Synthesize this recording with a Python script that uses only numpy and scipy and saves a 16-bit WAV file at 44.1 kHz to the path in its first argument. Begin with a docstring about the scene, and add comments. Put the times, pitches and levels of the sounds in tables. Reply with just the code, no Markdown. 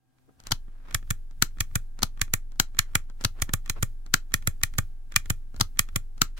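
"""Two small toggle switches in plastic boxes on a wooden board, close to a stereo microphone.
Hiss and a faint fan fade in, and a finger ticks and rubs on a lever. From 0.5 s the switches are flipped
in quick runs: each time the plunger scrapes, the contact snaps over and the lever hits its stop, then
box and springs ring, the board thumps, the bench sways and a small dry room answers. Fingers tick and
rub between the flips; the last flip lands at 6.2 s, and one short rub follows it."""
import sys
import numpy as np
from scipy import signal
from scipy.fft import rfft, irfft
from scipy.io import wavfile

SR = 44100
rng = np.random.default_rng(int(sys.argv[2]) if len(sys.argv) > 2 else 0)


def transcribe(signal):
    """Save signal, clipped to [-1, 1], as a 16-bit WAV file at the path in sys.argv[1]."""
    frames = np.atleast_2d(signal).T
    limited = np.clip(frames, -1, 1)
    pcm = np.round(limited * 32767).astype(np.int16)
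    wavfile.write(sys.argv[1], SR, pcm)


N = 281799

# colour of the room tone: (frequency [Hz], relative level [dB])
HISS_COLOUR = [(30, 21.5), (100, 13), (250, 10.5), (500, 6.5), (1000, 3), (2000, -3), (5000, -7),
               (10000, -7), (16000, -11.5)]
# the fan's hum, as peaks in the room tone: (frequency [Hz], width [Hz], lift [dB])
FAN_HUM = [(122, 33, 21), (265, 36, 8), (324, 17, 10), (764, 40, 6.5), (1606, 64, 9.4)]
# the fan's whine: (frequency [Hz], level [dB])
FAN_WHINE = [(257, -72), (763, -80.5), (1604, -85.5)]
# length of the room's tail: (frequency [Hz], t60 [s])
ROOM_DECAY = [(80, 0.07), (200, 0.05), (400, 0.09), (1300, 0.135), (2200, 0.135), (5000, 0.1365),
              (14000, 0.08)]
# colour of the room's tail: (frequency [Hz], level [dB])
ROOM_COLOUR = [(80, -6.5), (200, -12), (400, -8.5), (1300, -21), (2200, -21), (5000, -22.5), (11000, -18.5),
               (15000, -18.5)]
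# rumble of the hands on the board: (frequency [Hz], relative level [dB])
HAND_RUMBLE = [(20, 0.5), (40, 0.5), (85, 0), (130, -12), (250, -26), (700, -45.5)]
# colour of sliding skin: (frequency [Hz], relative level [dB])
SKIN_COLOUR = [(100, -10.5), (300, -2), (800, -1.5), (1400, 3), (2500, -2.5), (5000, -9.5), (9000, -17),
               (15000, -27)]
# skin rubs over lever and box: (centre time [s], half length [s], level [dB], softness [dB/octave])
RUBS = [(.168, 0.0026, -66.5, 0), (0.296, 0.012, -53.5, 11), (0.802, 0.12, -66, 4), (0.891, 0.042, -53, 3),
        (2.895, 0.12, -65.5, 2), (3.221, .016, -52.5, -3), (3.386, 0.024, -52, 4), (3.773, 0.017, -47, 4.5),
        (6.38, 0.0096, -47, -2.5)]
# EQ that turns a full flip into a light tick: (frequency [Hz], gain [dB])
TICK_EQ = [(150, 6.5), (400, 6), (900, 4.5), (2000, -1), (4500, -3.5), (9000, -6.5), (15000, -11.5)]
# a finger lands on a lever and takes up its play: (time [s], gain [dB], softness [dB/octave])
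LANDINGS = [(.402, -32.5, -1.5), (0.438, -38, -1), (0.4702, -20, -2.5), (0.6823, -46.5, 6.5),
            (.9103, -28.5, -1), (1.028, -38, 3.5), (1.3112, -38.5, 0.5), (1.572, -40.5, 5.5),
            (1.9912, -26, 0.5), (2.1747, -35, 2), (2.2796, -37, 2.5), (2.52, -37.5, 0),
            (2.7483, -36.5, 1.5), (3.0998, -32.5, 2), (3.2111, -23.5, 1), (3.4931, -20.5, 3.5),
            (3.6608, -29.5, -2.5), (4.064, -30.5, 0.5), (4.4246, -33.5, -0.5), (4.7386, -32, -1.5),
            (5.1221, -28, -1.5), (5.2589, -31, -2.5), (5.5441, -34.5, 4), (5.564, -29.5, -1),
            (5.8887, -30, 0.5), (6.18, -34, 0)]
# the rocker catches on its way to "on", rows left, right: (lead [s], gain [dB], softness [dB/octave])
ROCKER_CATCHES = [(.008, -14.5, -1), (.02, -32, 0.5)]
# the board's bounce, rows left on, left off, right on, right off:
# (mid pitch [Hz], rise [s], pitch drop [share of mid pitch], delay [s])
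BOARD_BOUNCES = [(121, 0.004, 0.52, 0.0012), (141, .0028, .9, 0.00081), (101, 0.0037, 0.31, 0.0013),
                 (109, 0.0041, 0.39, .0008)]
# where the board's hollow knock sits: (frequency [Hz], weight of the knock gain [factor])
KNOCK_BAND = [(400, 1.5), (1600, 0)]
# ring of springs and metal frames: (frequency [Hz], half width [Hz], gain [dB], t60 [s])
SPRING_MODES = [(4300, 500, -26, .09), (6960, 450, -23.5, .1), (11200, 700, -17, 0.1)]
# resonances of each switch in its box: (frequency [Hz], undamped width [Hz], lift [dB])
LEFT_BOX = [(850, 420, 9.5), (1360, 130.0, 3.5), (2536, 410.0, -1.5), (2800, 76, -1.5), (3120, 260, 4.5),
            (3500, 210, 0.5), (4150, 520, 8), (4830, 500, 5), (5920, 390, 3), (6300, 1100, 4),
            (7430, 200.0, 2), (7900, 150, 2.5), (9640, 410, 4.5), (11433, 2100, 5), (12992, 310.0, 0.8),
            (14000, 320.0, 3)]
RIGHT_BOX = [(858, 200, 6), (1151, 88, 11.4), (1390, 160, 4.4), (1800, 210, 8.7), (2150, 450, 5.94),
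             (2420, 170, 8.7), (3350, 400, 11.46), (4090, 360, 6.8), (5500, 150, 2.0), (6200, 560, 2.5),
             (6970, 480, 3.4), (9900, 300, 2.4), (11000, 980, 5.4), (15200, 1380.0, 11)]
# stereo placement: (frequency [Hz], left switch L-R [dB], right switch L-R [dB])
SWITCH_PAN = [(300, 5.5, -5), (1490, 2, -1), (3500, -1.5, 1.5), (7000, 7.5, -4.5), (14000, 3.5, -2)]
# colour of each throw: (frequency [Hz], left on [dB], left off [dB], right on [dB], right off [dB])
THROW_COLOURS = [(197, 21.5, 20, 13.5, 15), (352, 7, 15.5, -2, 7.5), (526, 3, 2.5, -2, 4),
                 (1035, 5, 6, -5, -8), (1340, 13, 18.0, 6.5, 7), (2200.0, 7, 14.5, 4, 1),
                 (3530, 9.5, 10, 2, -2.5), (5340, 8.5, 9.5, 8.5, 3), (7680, 5.5, 14, 11, 10.5),
                 (9560, -0.3, -0.5, 1.5, 1), (12100, 0.15, 6, 4.5, 4), (15500.0, -4.5, 4.5, -6.5, -7.5)]
# cue list of flips: (time [s], switch [0 left, 1 right], throw [0 on, 1 off], snap to stop [ms],
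# stop over snap in the metal [dB], click gain [dB], brightness [dB/octave], ringing pitch [Hz],
# knock gain [dB], thump level [dB])
FLIP_CUES = [(0.5187, 0, 0, 2.73, 3, -1.5, 0.04, 3170, -3, -23),
             (0.9466, 1, 0, 2.22, -2.5, -3, 0.5, 1660, 3.5, -21.5),
             (1.1056, 1, 1, 3.32, 3.5, -4.5, .2, 1720, -2, -20),
             (1.423, 0, 1, 1, 13.5, -0.8, 1.5, 1772, 1.5, -22.5),
             (1.6056, 1, 0, 2.65, 1.5, -4, .6, 2220, 3.5, -21.5),
             (1.7554, 1, 1, 2.82, -2, -2.5, 0.16, 1510, 0, -19),
             (2.03, 0, 0, 1.99, 11, -1.1, 1.5, 2280, 6, -24.5),
             (2.2161, 1, 0, 3.2, -17.5, -1.5, 0, 1750, -1, -24),
             (2.3376, 1, 1, 1.13, 2, 1.35, .6, 1950, -1, -24),
             (2.5995, 0, 1, 0.38, -4.5, -0.75, 0.5, 3770, 0, -27),
             (2.79, 1, 0, 0.75, 16, 4.5, -1.54, 4270, -9.5, -24),
             (2.9538, 1, 1, 1.06, 2, 4.5, -1.53, 2670, -5.5, -23),
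             (3.2484, 0, 0, 2.62, -1.5, -1.5, -0.1, 2662, -1, -19.5),
             (3.4204, 1, 0, 2.6, -1, -5.5, 1.8, 2020, 9, -21.5),
             (3.5366, 1, 1, 1.83, -2.5, -1.6, 1, 1270, 0.5, -20.5),
             (3.698, 1, 0, 3.16, -8, -6, 1, 3960, 5, -25.5),
             (3.8268, 1, 1, 3.2, 4, -3.5, 0.8, 1790, 4.5, -17.5),
             (4.14, 0, 1, 1.4, -1.5, 0.85, -0.24, 1566, -4.5, -24),
             (4.341, 1, 0, .97, -19.5, -0.55, 1, 1830, 7, -23),
             (4.474, 1, 1, 2.94, -26.5, -1.4, 0.6, 1660, 2, -18.5),
             (4.6352, 1, 0, 3, -38, -0.5, 1.1, 1890, 0, -24),
             (4.7837, 1, 1, 3.24, 3, -1.3, -0.5, 1507, .5, -17),
             (5.1619, 1, 0, 1.29, 0, 4.5, -0.56, 2406, -4.5, -23.5),
             (5.301, 1, 1, 2.86, 0, -2.5, -0.1, 3020, 1.5, -19),
             (5.6085, 0, 0, 2.6, 13.5, 0.3, 1, 1220, 2, -18),
             (5.7931, 1, 0, 0.96, -22.5, 2.5, 1.44, 1884, 4, -24),
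             (5.9602, 1, 1, 1.55, -1.5, -2.1, 0.06, 3487, -1, -22),
             (6.2176, 0, 1, 0.84, 0, 0, -0.25, 1240, -2.5, -23.5)]
# master fader: (time [s], gain [dB])
FADER = [(0, -10.5), (.2, -1.5), (.45, 0.5)]

CLICK_SAMPLES, PREROLL_SAMPLES = 4096, 256
PREROLL_S = PREROLL_SAMPLES / SR
CLICK_HZ, SCENE_HZ = np.fft.rfftfreq(CLICK_SAMPLES, 1 / SR), np.fft.rfftfreq(N, 1 / SR)
TIME_S = np.arange(N) / SR
LEFT_VS_RIGHT = np.array([[1], [-1]])


def amp(db):
    """Decibels as a gain factor."""
    return 10 ** (np.asarray(db) / 20)


def unit_rms(x):
    """The signal brought to an RMS of one."""
    return x / np.sqrt(np.mean(x ** 2) + 1e-20)


def contour(table, hz, column=1):
    """One column of a table, drawn along a log-frequency axis."""
    columns = np.transpose(table)
    return np.interp(np.log(hz + 1), np.log(columns[0] + 1), columns[column])


def peaks(modes, hz):
    """Lift in dB from a set of resonances."""
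    return sum(db / (1 + (2 * (hz - f) / width) ** 2) for f, width, db in modes)


def octaves(hz, pivot_hz):
    """Octaves from the pivot of a tilt EQ, held flat in the bass."""
    return np.log2(np.maximum(hz, 250) / pivot_hz)


def minimum_phase(db):
    """An EQ that rings only after the blow."""
    log_gain = np.log(amp(np.r_[db, db[-2:0:-1]]))
    return np.exp(np.conj(signal.hilbert(log_gain))[:len(db)])


def add(mix, s, sound):
    """Lay a sound into the mix at s seconds."""
    part = mix[:, max(round(s * SR), 0):][:, :sound.shape[-1]]
    part += sound[..., :part.shape[1]]


def noise(colour_db, shared):
    """Coloured stereo noise, with a share of its power common to both sides."""
    centre, *sides = rng.standard_normal((3, N))
    white = shared ** .5 * centre + (1 - shared) ** .5 * np.array(sides)
    return unit_rms(irfft(rfft(white) * amp(colour_db), N))


def drift(cutoff_hz):
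    """A slow random wobble."""
    return unit_rms(irfft(rfft(rng.standard_normal(N)) * np.exp(-(SCENE_HZ / cutoff_hz) ** 2), N))


def room_tone(hiss_db=-63.5):
    """Microphone hiss and a faint fan, whose speed wavers a little."""
    fan_s = np.cumsum(1 + 0.0024 * drift(cutoff_hz=5)) / SR
    whine = sum(amp(db) * np.sin(2 * np.pi * (hz * fan_s + 0.17 * rng.random((2, 1))))
                for hz, db in FAN_WHINE)
    colour_db = contour(HISS_COLOUR, SCENE_HZ) + peaks(FAN_HUM, SCENE_HZ)
    return amp(hiss_db) * noise(colour_db, shared=0.12) + whine


def room_reverb(send, predelay_s=0.0056):
    """Dense echoes from the bench and near walls, each band dying at its own speed."""
    hz, t, bands = signal.stft(rng.standard_normal((2, SR // 2)), SR, nperseg=256)
    t60 = contour(ROOM_DECAY, hz)[:, None]
    gain = amp(contour(ROOM_COLOUR, hz)[:, None]) * np.sqrt(2 * np.log(1000) / t60 / SR)
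    tail = signal.istft(bands * gain * amp(-60 * t / t60), SR, nperseg=256)[1]
    tail = np.pad(tail, ((0, 0), (round(predelay_s * SR), 0)))
    return signal.fftconvolve(send, tail, axes=1)[:, :N]


def flip_envelope(levels_db, build_s, decay_s):
    """An envelope that swells into each flip and dies away after it."""
    t = TIME_S[::64]
    since = t - np.array(FLIP_CUES)[:, :1]
    swells = amp(levels_db) * np.exp(-abs(since) / np.where(since < 0, build_s, decay_s))
    return np.interp(TIME_S, t, np.sqrt(np.sum(swells ** 2, 0)))


def bench_sway(pitch_hz=21.1, db=-32.5):
    """Every flip feeds the sub-bass sway of the bench."""
    cycles = np.cumsum(pitch_hz * (1 + 0.064 * drift(cutoff_hz=6))) / SR + .025 * LEFT_VS_RIGHT
    return flip_envelope(db, build_s=0.03, decay_s=0.46) * np.sin(2 * np.pi * cycles)


def hand_tremble(rest_db=-63.5, settle_s=0.53, over_thump_db=-22.5):
    """Hands rumble as they rest on the board, and tremble most around a heavy thump."""
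    resting = amp(rest_db) * np.minimum(TIME_S / settle_s, 1) ** 2
    thumps_db = np.array(FLIP_CUES)[:, -1:]
    pressing = flip_envelope(thumps_db + over_thump_db, build_s=0.054, decay_s=.08)
    return np.hypot(resting, pressing) * noise(contour(HAND_RUMBLE, SCENE_HZ), shared=0.76)


def skin_rub(mix, s, half_s, db, soft_db, catches_per_s=900, catch_decay_s=0.0018):
    """Skin slips in tiny random catches, swelling and fading around s."""
    count = 2 ** 14
    hz, t = np.fft.rfftfreq(count, 1 / SR), (np.arange(count) - count // 2) / SR
    catches = rng.random(count) < catches_per_s / SR
    strength = amp(2.7 * np.minimum(rng.exponential(1, count), 4))
    power = signal.lfilter([1], [1, -np.exp(-1 / (catch_decay_s * SR))], (catches * strength) ** 2)
    grain = np.sqrt(power) * rng.standard_normal((2, count))
    colour_db = contour(SKIN_COLOUR, hz) - soft_db * octaves(hz, pivot_hz=2000)
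    friction = unit_rms(irfft(rfft(grain) * amp(colour_db)))
    add(mix, s + t[0], amp(db) * np.exp(-(t / half_s) ** 2) * friction)


def lever_tick(mix, s, switch, db, soft_db):
    """One light blow rings the switch; a soft fingertip sounds darker than a nail."""
    average_db = np.mean([contour(THROW_COLOURS, CLICK_HZ, column) for column in range(1, 5)], 0)
    colour_db = db + average_db + contour(TICK_EQ, CLICK_HZ) - soft_db * octaves(CLICK_HZ, pivot_hz=2000)
    grain = rng.standard_normal((2, CLICK_SAMPLES))
    add(mix, s - PREROLL_S, switch_click(switch, grain, [(0.0031, 0)], colour_db))


def fingers(press_s=0.044, slip_delay_s=0.0035):
    """A finger lands on the next lever, slips and presses; going to "on", the rocker catches once."""
    mix = np.zeros((2, N))
    for s, switch, throw, *_ in FLIP_CUES:
        # two faint ticks under the pressing finger
        for lead, accent in zip(rng.random(size=2), rng.standard_normal(size=2)):
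            lever_tick(mix, s - press_s * lead, switch, db=-44.5 + 2 * accent, soft_db=2.5)
        if throw == 0:
            lead_s, db, soft_db = ROCKER_CATCHES[switch]
            lever_tick(mix, s - lead_s, switch, db, soft_db)
    for s, db, soft_db in LANDINGS:
        switch = next(side for flip_s, side, *_ in FLIP_CUES if flip_s > s)
        lever_tick(mix, s, switch, db, soft_db)
        skin_rub(mix, s + slip_delay_s, half_s=.016, db=db - 29.5, soft_db=soft_db + 2.5)
    for rub in RUBS:
        skin_rub(mix, *rub)
    return mix


def thump(hz, rise_s, sag):
    """A few low cycles, sinking in pitch as the finger settles."""
    t = np.arange(CLICK_SAMPLES) / SR
    pitch_hz = hz * (1 + sag * (np.exp(-t / rise_s / 2) - .5))
    envelope = t / rise_s * np.exp(1 - t / rise_s)
    return envelope * np.sin(2 * np.pi * np.cumsum(pitch_hz) / SR)


def board_bounce(switch, throw, rock_s=0.0011, lean_db=(0.6, -1.3)):
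    """The board is pushed one way by "on", the other by "off"; a softer swing of the bench follows."""
    pitch_hz, rise_s, sag, delay_s = BOARD_BOUNCES[2 * switch + throw]
    motion = thump(pitch_hz, rise_s, sag) + amp(-22.5) * thump(hz=95, rise_s=0.016, sag=0.22)
    # the board rocks too, so the far side moves later and less
    lag_s = delay_s + rock_s * np.array([[switch], [1 - switch]])
    rocked = irfft(rfft(motion) * np.exp(-2j * np.pi * CLICK_HZ * lag_s))
    return (-1) ** throw * amp(lean_db[switch] * LEFT_VS_RIGHT) * rocked


def spring_ring(clicks):
    """Springs and metal frames ring on after the crack, in clusters of close modes."""
    count = 2 ** 13
    t, hz = np.arange(count) / SR, np.fft.rfftfreq(count, 1 / SR)
    ring = 0
    for centre_hz, width_hz, db, t60 in SPRING_MODES:
        band = np.exp(-((hz - centre_hz) / width_hz) ** 2)
        cluster = irfft(rfft(rng.standard_normal((2, count))) * band)
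        ring = ring + amp(db - 60 * t / t60) * np.sqrt(2 * np.log(1000) / t60 / SR) * cluster
    return signal.fftconvolve(clicks, ring, axes=1)[:, :N]


def box_resonance(switch, damping_hz=70):
    """The box's peaks in dB, each widened by the damping of the hand that rests on it."""
    modes = [LEFT_BOX, RIGHT_BOX][switch]
    return peaks([(hz, width + damping_hz, db) for hz, width, db in modes], CLICK_HZ)


def impact_spectrum(grain, blows, rise_ms, ring_ms, ring_db, scrape_ms, flatten_hz):
    """Blows (time [ms], level [dB]) on dense modes: a scrape swells into each crack, a ring follows."""
    crack_ms, scrape_db = 0.46, -7.5
    ms = (np.arange(CLICK_SAMPLES) - PREROLL_SAMPLES) / SR * 1000
    power = 0
    for at_ms, db in blows:
        before, away_ms = ms < at_ms, abs(ms - at_ms)
        crack = np.exp(-away_ms / np.where(before, rise_ms, crack_ms))
        scrape = amp(scrape_db) ** 2 * np.exp(-away_ms / scrape_ms)
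        ring = amp(ring_db) ** 2 * np.exp(-away_ms / ring_ms)
        power = power + amp(db) ** 2 * (crack + np.where(before, scrape, ring))
    spectrum = rfft(grain * np.sqrt(power))
    # flatten the broad colour and keep the fine grain
    offset_hz = np.arange(-CLICK_SAMPLES // 16, CLICK_SAMPLES // 16 + 1) * SR / CLICK_SAMPLES
    window = np.exp(-(offset_hz / flatten_hz) ** 2)
    broad_power = signal.convolve(abs(spectrum) ** 2, window[None] / window.sum(), "same", "direct")
    return spectrum / np.sqrt(broad_power + 1e-20)


def switch_click(switch, grain, blows, colour_db, knock_top_hz=650, box_top_hz=2600, low_cut_hz=170):
    """Metal parts crack, the box rings a little later and longer, the board knocks on the last blow."""
    hz = CLICK_HZ
    metal = impact_spectrum(grain, blows, rise_ms=0.26, ring_ms=1.2, ring_db=-10.5,
                            scrape_ms=0.52, flatten_hz=410)
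    box_blows = [(at_ms + 0.55, db + 5.5 * k) for k, (at_ms, db) in enumerate(blows)]
    box = impact_spectrum(grain, box_blows, rise_ms=0.21, ring_ms=1.7, ring_db=-8.0,
                          scrape_ms=0.94, flatten_hz=236)
    knock_s = PREROLL_S + blows[-1][0] / 1000
    board_db = peaks([(267, 140, 1.0), (594, 100, 0.91)], hz) - 1.5
    knock = np.exp(-2j * np.pi * hz * knock_s) * minimum_phase(board_db)
    # crossovers: board in the lows, box in the mids, metal on top
    above_knock = 1 / (1 + (knock_top_hz / (hz + 1)) ** 6)
    above_box = 1 / (1 + (box_top_hz / (hz + 1)) ** 6)
    upper = np.sqrt(1 - above_box) * 1j * box + np.sqrt(above_box) * metal
    click = np.sqrt(1 - above_knock) * knock + np.sqrt(above_knock) * upper
    low_cut_db = 10 * np.log10(1 + (low_cut_hz / (hz + 10)) ** 4)
    click = click * minimum_phase(colour_db + box_resonance(switch) - low_cut_db)
    pan = amp(contour(SWITCH_PAN, hz, column=switch + 1) * LEFT_VS_RIGHT / 2)
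    pan = pan / np.sqrt(np.mean(pan ** 2, 0))
    lead_s = [.0003, -.00025][switch] * LEFT_VS_RIGHT / 2  # the nearer side hears it first
    return irfft(click * pan * np.exp(2j * np.pi * hz * lead_s))


def flips(kept_grain=0.42, ring_width_hz=240, ring_db=5, scrape_lead_s=0.0056, scrape_db=-30):
    """Scrape, snap, stop and thump of every flip, as a direct signal and a room send."""
    direct, send = np.zeros((2, 2, N))
    send_db = (0.8, 1.5, 0.5, 0.5)  # left on, left off, right on, right off
    throw_grains = rng.standard_normal((4, 2, CLICK_SAMPLES))
    for s, switch, throw, gap_ms, stop_db, db, bright_db, ring_hz, knock_db, thump_db in FLIP_CUES:
        kind, start_s = 2 * switch + throw, s - PREROLL_S
        # each throw keeps part of its character from flip to flip
        fresh_grain = rng.standard_normal((2, CLICK_SAMPLES))
        grain = kept_grain ** .5 * throw_grains[kind] + (1 - kept_grain) ** .5 * fresh_grain
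        colour_db = (db + contour(THROW_COLOURS, CLICK_HZ, column=1 + kind)
                     + bright_db * octaves(CLICK_HZ, pivot_hz=3000)
                     + knock_db * contour(KNOCK_BAND, CLICK_HZ)
                     + peaks([(ring_hz, ring_width_hz, ring_db)], CLICK_HZ))
        click = switch_click(switch, grain, [(0, 0), (gap_ms, stop_db)], colour_db)
        add(direct, start_s, click)
        add(send, start_s, amp(send_db[kind]) * click)
        # the plunger scrapes over the rocker in three slips just before it tips
        scrape_grain = rng.standard_normal((2, CLICK_SAMPLES))
        scrape = switch_click(switch, scrape_grain, [(0, -4), (2.5, -2), (5, 0)], colour_db + scrape_db)
        add(direct, start_s - scrape_lead_s, scrape)
        for mix in direct, send:
            add(mix, s, amp(thump_db) * board_bounce(switch, throw))
    return direct, send


def scene():
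    """Switches and fingers up front, over the small room, the low rumble and the room tone."""
    switches, send = flips()
    handling = fingers()
    foreground = switches + spring_ring(switches) + handling
    return foreground + room_reverb(send + handling) + bench_sway() + hand_tremble() + room_tone()


def record(dry, high_cut_hz=16200):
    """A short fade-in, a hard clip at full scale, then a steep high cut."""
    fader_db = np.interp(TIME_S, *np.transpose(FADER))
    clipped = np.clip(dry * amp(fader_db), -1, 1)
    high_cut = signal.firwin(255, high_cut_hz, window=("kaiser", 8), fs=SR)
    return signal.oaconvolve(clipped, high_cut[None], "same")


dry = scene()
out = record(dry)
transcribe(out)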